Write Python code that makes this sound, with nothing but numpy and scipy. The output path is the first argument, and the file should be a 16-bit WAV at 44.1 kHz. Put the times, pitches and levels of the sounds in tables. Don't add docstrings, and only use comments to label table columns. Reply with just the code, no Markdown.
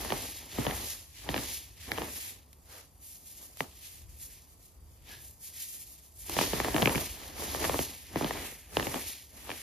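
import sys
import numpy as np
from scipy import signal
from scipy.fft import rfft, irfft, next_fast_len
from scipy.io import wavfile
from scipy.ndimage import uniform_filter1d

SR = 44100
rng = np.random.default_rng(int(sys.argv[2]) if len(sys.argv) > 2 else 0)


def put_to_file(sound):
    columns = np.atleast_2d(sound).T
    safe = np.clip(columns, -1, 1)
    whole_steps = np.round(safe * 32767)
    wavfile.write(sys.argv[1], SR, whole_steps.astype(np.int16))


def ratio_of_db(decibels):
    return 10 ** (np.asarray(decibels, float) / 20)


N = 424241
SIZE = next_fast_len(N + SR)
HZ = np.arange(SIZE // 2 + 1) * SR / SIZE + 1e-3

# [f/Hz, level/dB per Hz]
CRUMB_TONE = [(90, -16), (150, -11.5), (260, -2), (500, -8), (800, -9), (1200, -12)]


def rms_one(x):
    return x / np.sqrt(np.mean(x ** 2) + 1e-20)


def colour(x, spectrum):
    hz, db = np.transpose(spectrum)
    shape_db = np.interp(np.log(HZ), np.log(hz), db)
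    octaves_below = np.maximum(np.log2(hz[0] / HZ), 0)
    octaves_above = np.maximum(np.log2(HZ / hz[-1]), 0)
    gain = ratio_of_db(shape_db - 11.5 * (octaves_below + octaves_above))
    return rms_one(irfft(rfft(x, SIZE) * gain, SIZE)[:N])


def drift(rate):
    r = np.exp(-80 * np.pi * rate / SR)
    noise = rng.standard_normal(N // 40 + 2002)
    slow = rms_one(signal.lfilter([1], [1, -2 * r, r * r], noise)[2000:])
    return np.interp(np.arange(N) / 40, np.arange(len(slow)), slow)


def grains(per_s, spread_db, clump_db, clump_rate):
    sizes = ratio_of_db(spread_db * np.minimum(rng.exponential(1, N), 5))
    signs = rng.choice([-1, 1], N)
    happens = rng.random(N) < per_s / SR
    return sizes * signs * happens * ratio_of_db(clump_db * drift(clump_rate))


def knock(start_hz, end_hz, fall_s, decay_s):
    t = np.arange(SR // 30) / SR
    hz = end_hz + (start_hz - end_hz) * np.exp(-t / fall_s)
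    soft_start = 1 - np.exp(-4 * t / fall_s)
    return np.sin(2 * np.pi * np.cumsum(hz) / SR) * np.exp(-t / decay_s) * soft_start


def struck(modes, luck):
    t = np.arange(SR // 12) / SR
    hz, db, t60 = np.transpose(modes)[:, :, None]
    luck = luck[:len(modes), None]
    fading = ratio_of_db(db + 6 * luck - 60 * t / t60)
    ring = (fading * np.sin(2 * np.pi * hz * (1 + 0.08 * luck) * t)).sum(0)
    return ring / np.abs(ring).max()


def twin(x):
    return np.array([x, np.roll(x, N // 3)])


def strokes(s, lasts_s, db, rise, fall, rest_db, builds_db=0):
    t = np.arange(0, N + 64, 64) / SR
    s, lasts_s, db = (np.reshape(c, (-1, 1)) for c in (s, lasts_s, db))
    before = np.maximum(s - t, 0)
    after = np.maximum(t - s - lasts_s, 0)
    shape_db = db - rise * before - fall * after
    shape_db = shape_db - builds_db * np.clip(1 - (t - s) / lasts_s, 0, 1)
    total_db = 10 * np.log10(ratio_of_db(2 * shape_db).sum(0) + ratio_of_db(2 * rest_db))
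    return np.interp(np.arange(N) / SR, t, total_db)


def add_db(one_db, other_db):
    return 10 * np.log10(ratio_of_db(2 * one_db) + ratio_of_db(2 * other_db))


def hands():
    # [t/s, crushing lasts/s, pouring lasts/s, crunch level/dB, powder level/dB]
    squeezes = [(0.018, 0.14, 0.25, -45.5, -43), (0.364, 0.17, 0.038, -61, -50.5),
                (0.588, 0.16, 0.33, -44, -43.5), (1.301, 0.091, 0.25, -45.5, -44.5),
                (1.918, 0.12, .2, -48, -45.5), (2.27, 0.038, .02, -63.5, -70),
                (3.403, 0.062, 0.049, -67.5, -62.5), (5.09, 0.04, .02, -62, -75),
                (6.335, .14, 0.17, -47.5, -41.5), (6.544, 0.42, 0.52, -43, -40.5),
                (7.164, 0.16, 0.1, -55, -50), (7.396, 0.27, .16, -47, -43),
                (7.621, 0.11, 0.18, -42.5, -39.5), (8.173, 0.2, 0.31, -45.5, -44.5),
                (8.778, 0.18, .31, -47.5, -43.5), (9.373, 0.068, 0.041, -61.5, -52),
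                (9.487, 0.021, 0.24, -54, -47.5)]
    # [t/s, lasts/s, friction level/dB, dust level/dB]
    touches = [(1.167, 0.077, -49, -58.5), (1.812, 0.056, -49, -57.5), (2.709, 0.1, -56.5, -58),
               (3.036, 0.12, -62.5, -53.5), (3.261, 0.2, -63.5, -54), (3.601, 0.019, -50.5, -54),
               (3.677, 0.092, -62, -61.5), (3.843, 0.026, -50, -50), (3.916, 0.077, -58.5, -59),
               (4.096, 0.072, -69, -62), (4.213, 0.045, -60.5, -50), (4.307, .07, -60, -59.5),
               (4.625, 0.034, -69, -62), (4.9, 0.14, -72, -71.5), (5.097, 0.039, -48, -57),
               (5.221, 0.066, -67, -56), (5.449, 0.03, -55, -49.5), (5.578, .06, -50, -44.5),
               (5.692, 0.13, -59, -49), (5.843, 0.22, -65.5, -58), (6.2, 0.15, -68, -50),
               (6.392, 0.034, -32.5, -42.5), (7.906, 0.11, -52.5, -57.5), (8.063, 0.027, -53, -64),
               (0.518, 0.047, -47, -59), (2.162, 0.13, -45, -47), (4.477, 0.054, -68, -66.5)]
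    # [t/s, lasts/s, level/dB]
    leans = [
        (1.75, 0.12, -55),
        (4.054, 0.051, -50),
        (4.793, 0.47, -58),
        (6.377, 0.66, -46.5),
    ]
    s, crush_s, pour_s, crunch_db, powder_db = np.transpose(squeezes)
    touch_s, touch_lasts_s, touch_db, touch_dust_db = np.transpose(touches)
    lean_s, lean_lasts_s, lean_db = np.transpose(leans)

    crunch_level = strokes(s, crush_s, crunch_db, rise=230, fall=90, rest_db=-69.5)
    rasp = strokes(s, crush_s, crunch_db - 4, rise=230, fall=122, rest_db=-94)
    touch = strokes(touch_s, touch_lasts_s, touch_db, rise=263, fall=179, rest_db=-78)
    touch_dust = strokes(touch_s, touch_lasts_s, touch_dust_db, rise=263, fall=179, rest_db=-69.5)
    pour = strokes(s, pour_s, powder_db, rise=202, fall=103, rest_db=-120)
    pour_dust = strokes(s, pour_s, powder_db - 3.5, rise=202, fall=103, rest_db=-120, builds_db=3)
    rumble = strokes(np.r_[s, lean_s], np.r_[crush_s, lean_lasts_s], np.r_[crunch_db - 1.5, lean_db],
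                     rise=102, fall=61.5, rest_db=-61)
    return crunch_level, rasp, add_db(pour, touch), add_db(pour_dust, touch_dust), rumble


def steady_floor():
    # [f/Hz, level/dB per Hz]
    floor_tone = [(59, -19), (100, -12), (151, 8), (266, -7.5), (1120, -64), (4110, -31), (4650, -8.5),
                  (7000, -66), (9100, -65), (15400, -120)]
    return ratio_of_db(-72) * twin(colour(rng.standard_normal(N), floor_tone))


def table_rumble(rumble_db):
    # [f/Hz, level/dB per Hz]
    hum_tone = [(15, -30), (25, -24), (48, 1), (70, 4), (102, -3), (130, -11), (160, -13.5), (210, -41),
                (350, -120)]
    return ratio_of_db(rumble_db) * twin(colour(rng.standard_normal(N), hum_tone))


def rubs():
    # [t/s, half length/s, body level/dB, hollow-palm whistle level/dB]
    rub_strokes = [
        (2.759, 0.067, -54.5, -82),
        (5.13, 0.03, -73, -54),
    ]
    # [f/Hz, level/dB per Hz]
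    rub_tone = [(300, -5), (500, 4), (1000, 0), (1500, -1)]
    palm_hz, palm_width_hz = 1694, 52
    t, noise = np.arange(N) / SR, rng.standard_normal(N)
    body = colour(noise, rub_tone)
    r = np.exp(-np.pi * palm_width_hz / SR)
    palm = rms_one(signal.lfilter([1], [1, -2 * r * np.cos(2 * np.pi * palm_hz / SR), r * r], noise))
    out = 0
    for s, half_s, body_db, palm_db in rub_strokes:
        stroke = np.exp(-((t - s) / half_s) ** 2)
        linger = np.where(t < s, stroke, np.exp(-np.abs(t - s) / 0.051))
        out = out + ratio_of_db(body_db) * stroke * twin(body) + ratio_of_db(palm_db) * linger * twin(palm)
    return out


def lone_clicks():
    # [t/s, level/dB]
    ticks = [
        (2.53, -44.5),
        (3.426, -50),
        (3.455, -50),
        (3.571, -38),
        (3.6071, -32),
        (6.296, -27),
    ]
    t = np.arange(N) / SR
    shape = sum(ratio_of_db(db) * (t > s) * np.exp(-np.abs(t - s) / 0.0025) for s, db in ticks)
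    return twin(rng.standard_normal(N)) * shape


def patchy(x, patch_db, rate):
    patch_edges = [2500, 3000, 3600, 4300, 5000, 5600, 6300, 7000]
    lows = [signal.sosfilt(signal.butter(2, hz, fs=SR, output="sos"), x) for hz in patch_edges]
    bands = np.diff([0 * x, *lows, x], axis=0)
    return rms_one(sum(band * ratio_of_db(patch_db * drift(rate)) for band in bands))


def powder(friction_db, dust_db):
    # [f/Hz, level/dB per Hz]
    friction_tone = [(1200, -14.5), (1700, -2.5), (2200, -1), (3300, -1), (5000, -3.5), (7000, -6.5),
                     (8500, -14), (10000, -8)]
    # [f/Hz, level/dB per Hz]
    dust_tone = [(6500, -6.5), (8500, 1), (10000, -4), (12000, -4.5), (14000, -4.5), (15200, -7)]
    grit = rms_one(grains(5000, 2.5, 1.8, 37)) + 0.88 * rng.standard_normal(N)
    friction = twin(patchy(colour(grit, friction_tone), patch_db=4.2, rate=3)) * ratio_of_db(friction_db - 1.5)
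    dust = twin(colour(grit, dust_tone)) * ratio_of_db(dust_db + 4.0 + 1.7 * drift(20))
    return friction + dust


def crunch(crunch_db, rasp_db):
    # [f/Hz, level/dB per Hz]
    rasp_tone = [(500, -12.5), (800, -0.5), (1200, -12), (1700, 0.5), (2200, -6)]
    force = np.clip((crunch_db + 73.0) / 14, 0, 1)
    grind = twin(colour(rng.standard_normal(N), CRUMB_TONE)) * ratio_of_db(3.5 * force * drift(25))
    pops = 0
    for size in (.6, .9, 1.4, 2.1):
        small = knock(1600 / size, 330 / size, 0.0012 * size, 0.0026 * size)
        pops = pops + signal.oaconvolve(grains(60, 1.3, 2.1, 39), small)[:N]
    rasp_grit = rms_one(grains(900, 1.7, 9.4, 49)) + 2.25 * rng.standard_normal(N)
    rasp = colour(rasp_grit, rasp_tone)
    low = 0.85 * grind + 0.49 * force * twin(rms_one(pops))
    return ratio_of_db(crunch_db + 3.0) * low + ratio_of_db(rasp_db + 1.5) * twin(rasp)


def splinters(rasp_db):
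    # [f/Hz, level/dB per Hz]
    splinter_tone = [(500, -17), (900, 8), (2000, 9), (3300, -6), (5000, -24)]
    force = np.clip((rasp_db + 78) / 14, 0, 1)
    clicks = colour(grains(220, 4, 3, 25), splinter_tone)
    return ratio_of_db(rasp_db - 4.0) * force * twin(clicks)


def one_crack(snap_db, knock_db, hz, thud_db, chance):
    # [f/Hz, level/dB, time to fall 60 dB/s]
    thud_modes = [(116, -3.5, 0.067), (158.3, -1.5, 0.089), (236.3, 0, 0.084), (310, -3, 0.16),
                  (369, -8, 0.044), (469, -22, 0.3)]
    # [f/Hz, level/dB, time to fall 60 dB/s]
    snap_modes = [(1785, 1.5, 0.007), (2250, 3, 0.006), (2880, 3, 0.004), (3730, -4, 0.002),
                  (4730, -12, 0.0026), (11000, -11, .003)]
    thud = ratio_of_db(thud_db - 3.0) * struck(thud_modes, 0.6 * chance[8:])
    t = np.arange(len(thud)) / SR
    thud = thud * (1 - np.exp(-t / 0.0017))
    ring = ratio_of_db(snap_db + 13) * struck(snap_modes, 0.65 * chance) * (1 - np.exp(-t / 0.00023))
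    fall = ratio_of_db(knock_db + 2.5) * knock(3.3 * hz, 0.723 * hz, 0.52 / hz, 1.3 / hz)
    fall = fall + ratio_of_db(snap_db - 0.6) * knock(3600 * 2 ** (.22 * chance[7]), 1500, .0008, .0011)
    fall = fall + ratio_of_db(thud_db - 6) * knock(602, 126.5, 0.00397, 0.016)
    return ring + np.pad(fall, (0, len(t) - len(fall))) + thud


def cracks():
    # [t/s, snap level/dB, knock level/dB, thud level/dB]
    lumps = [(.1046, -24.5, -27, -30), (.1227, -22, -17, -25.5), (.5852, -35, -22, -15),
             (.6673, -21, -17.5, -17), (6.2965, -45, -31, -36.5), (1.2907, -21, -21.5, -20),
             (1.3432, -21.5, -22, -31.5), (1.3634, -24, -23, -25.5), (1.379, -22.5, -45, -26),
             (1.9182, -17, -30.5, -30), (3.6065, -19, -20.5, -29), (6.3674, -25.5, -21, -25.5),
             (6.534, -25, -20, -22.5), (6.6016, -20, -18.5, -27), (6.7448, -23.5, -19.5, -15.5),
             (6.7644, -20.5, -18, -33), (6.8229, -16, -26, -11.5), (6.8278, -19, -14.5, -21),
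             (6.8581, -12, -21, -12), (6.8745, -18, -16, -27), (6.957, -21.5, -33, -16.5),
             (6.98, -24.5, -26, -32), (7.6961, -26, -17, -25.5), (7.7915, -22.5, -18.5, -22),
             (8.1591, -26.5, -17.5, -19), (8.2115, -37, -20, -25), (8.224, -32, -26, -21),
             (8.2454, -26.5, -21, -24), (8.77, -16, -14.5, -21), (8.8701, -24.5, -23, -25)]
    # [t/s, snap level/dB, knock level/dB]
    chips = [(0.0489, -35, -29), (6.437, -26, -25), (.6256, -51, -35), (.6517, -40, -28), (.7028, -39, -38),
             (.7104, -28.5, -35), (1.9776, -31, -31), (1.9842, -29, -24), (2.0192, -29, -27),
             (6.7984, -39, -25), (6.3896, -19, -15.5), (6.4119, -24, -20), (6.6471, -24.5, -22.5),
             (6.684, -33, -21.5), (6.7824, -23.5, -19), (6.8954, -23, -22.5), (6.9498, -24, -24.5),
             (7.4224, -42, -30), (7.5479, -29.5, -23), (7.643, -23.5, -23.5), (7.6505, -22, -22),
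             (7.7437, -40, -19.5), (8.309, -26.5, -23), (8.798, -22, -22.5), (8.8077, -33, -26),
             (8.8277, -26.5, -47), (8.9434, -27, -25.5), (9.4937, -35, -28.5), (9.5035, -27, -34),
             (9.516, -26.5, -36)]
    out, slump = np.zeros((2, N + SR)), np.zeros(N)
    chip_breaks = [(s, snap_db, knock_db, knock_db - 10) for s, snap_db, knock_db in chips]
    breaks = list(lumps) + chip_breaks
    luck = rng.standard_normal((len(breaks), 2, 16))
    for (s, snap_db, knock_db, thud_db), (chance, other) in zip(breaks, luck):
        hz = 400 * 2 ** np.clip((knock_db - thud_db) / 19, 0, 1)
        direct = one_crack(snap_db, knock_db, hz, thud_db, chance)
        echo_hz = hz * 2 ** (0.21 * other[7])
        echo = one_crack(snap_db, knock_db, echo_hz, thud_db, other) * np.sign(other[6])
        at = round((s - .0005) * SR)
        out[0, at:at + len(direct)] += direct
        out[1, at:at + len(direct)] += 1.05 * np.roll(echo, round(.0007 * SR))
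        slump[at] = ratio_of_db(knock_db - 19.5)
    fading = signal.lfilter([1], [1, -np.exp(-1 / (0.041 * SR))], slump + 1e-18)
    crumbs = colour(rms_one(grains(500, 3.8, 2.3, 28)) + 0.6 * rng.standard_normal(N), CRUMB_TONE)
    return out[:, :N] + fading * twin(crumbs)


def gentle_dip(x):
    dip_hz, dip_width_hz = 1500, 450
    return x - .4 * signal.lfilter(*signal.iirpeak(dip_hz, dip_hz / dip_width_hz, SR), x)


def ports(pair):
    # [f/Hz, share of power]
    direct_share = [(60, .96), (250, .9), (700, .8), (1400, .6), (2100, .83), (3000, .76), (4500, .76),
                    (6300, .74), (8300, .93), (11700, .93), (14000, .85)]
    # [f/Hz, phase/rad]
    left_lead = [(0, 0), (1300, .4), (2200, 0), (4300, -.3), (6300, -1.3), (8300, -3.14), (11800, -6.28),
                 (15000, -9.2)]
    hz, part = np.transpose(direct_share)
    share = np.clip(np.interp(np.log(HZ), np.log(hz), part), 0, 1)
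    sides = np.array([[1], [-1]])
    lead = np.exp(.5j * sides * np.interp(HZ, *np.transpose(left_lead)))
    direct, scattered = rfft(pair, SIZE)
    both = np.sqrt(share) * direct + sides * np.sqrt(1 - share) * scattered
    return irfft(lead * both, SIZE)[:, :N]


def scene():
    crunch_db, rasp_db, friction_db, dust_db, rumble_db = hands()
    background = table_rumble(rumble_db) + steady_floor()
    breaking = lone_clicks() + crunch(crunch_db, rasp_db) + splinters(rasp_db) + cracks()
    bass_cut = signal.butter(2, 45, "high", fs=SR, output="sos")
    breaking = signal.sosfilt(bass_cut, breaking)
    return ports(gentle_dip(breaking + powder(friction_db, dust_db)) + rubs() + background)


def thin_treble(dry):
    window = np.sin(np.pi * (np.arange(2048) + .5) / 2048)
    pair = np.array([dry[0] + dry[1], dry[0] - dry[1]]) / 2
    hz, _, frames = signal.stft(pair, SR, window, 2048, 1024)
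    hz = hz[:-1, None]
    bin_power = np.abs(frames[:, :1024]) ** 2
    power = np.repeat(bin_power.reshape(2, 64, 16, -1).sum(axis=2), 16, axis=1)
    weak = (power < ratio_of_db(2 * -6.5) * power[::-1]) & (hz > 1800)
    dust = power[0, (hz[:, 0] > 10000) & (hz[:, 0] < 14000)].mean(axis=0)
    fine, wide = (uniform_filter1d(uniform_filter1d(bin_power, bins, 1), 4, 2) for bins in (7, 64))
    starved = (16 * wide < ratio_of_db(2 * -1) * dust) & (fine < ratio_of_db(2 * -2) * wide)
    weak |= starved & (hz > 2500) & (hz < 7500)
    above = hz > np.reshape([14650, 15000], (2, 1, 1))
    frames[:, :1024] *= ~(weak | above)
    mid, side = signal.istft(frames, SR, window, 2048, 1024)[1][:, :N]
    return np.array([mid + side, mid - side])


def top_cut(x):
    return signal.sosfilt(signal.butter(12, 15800, fs=SR, output="sos"), x)


def record(dry):
    mix = thin_treble(dry)
    return top_cut(mix)


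dry = scene()
out = record(dry)
put_to_file(out)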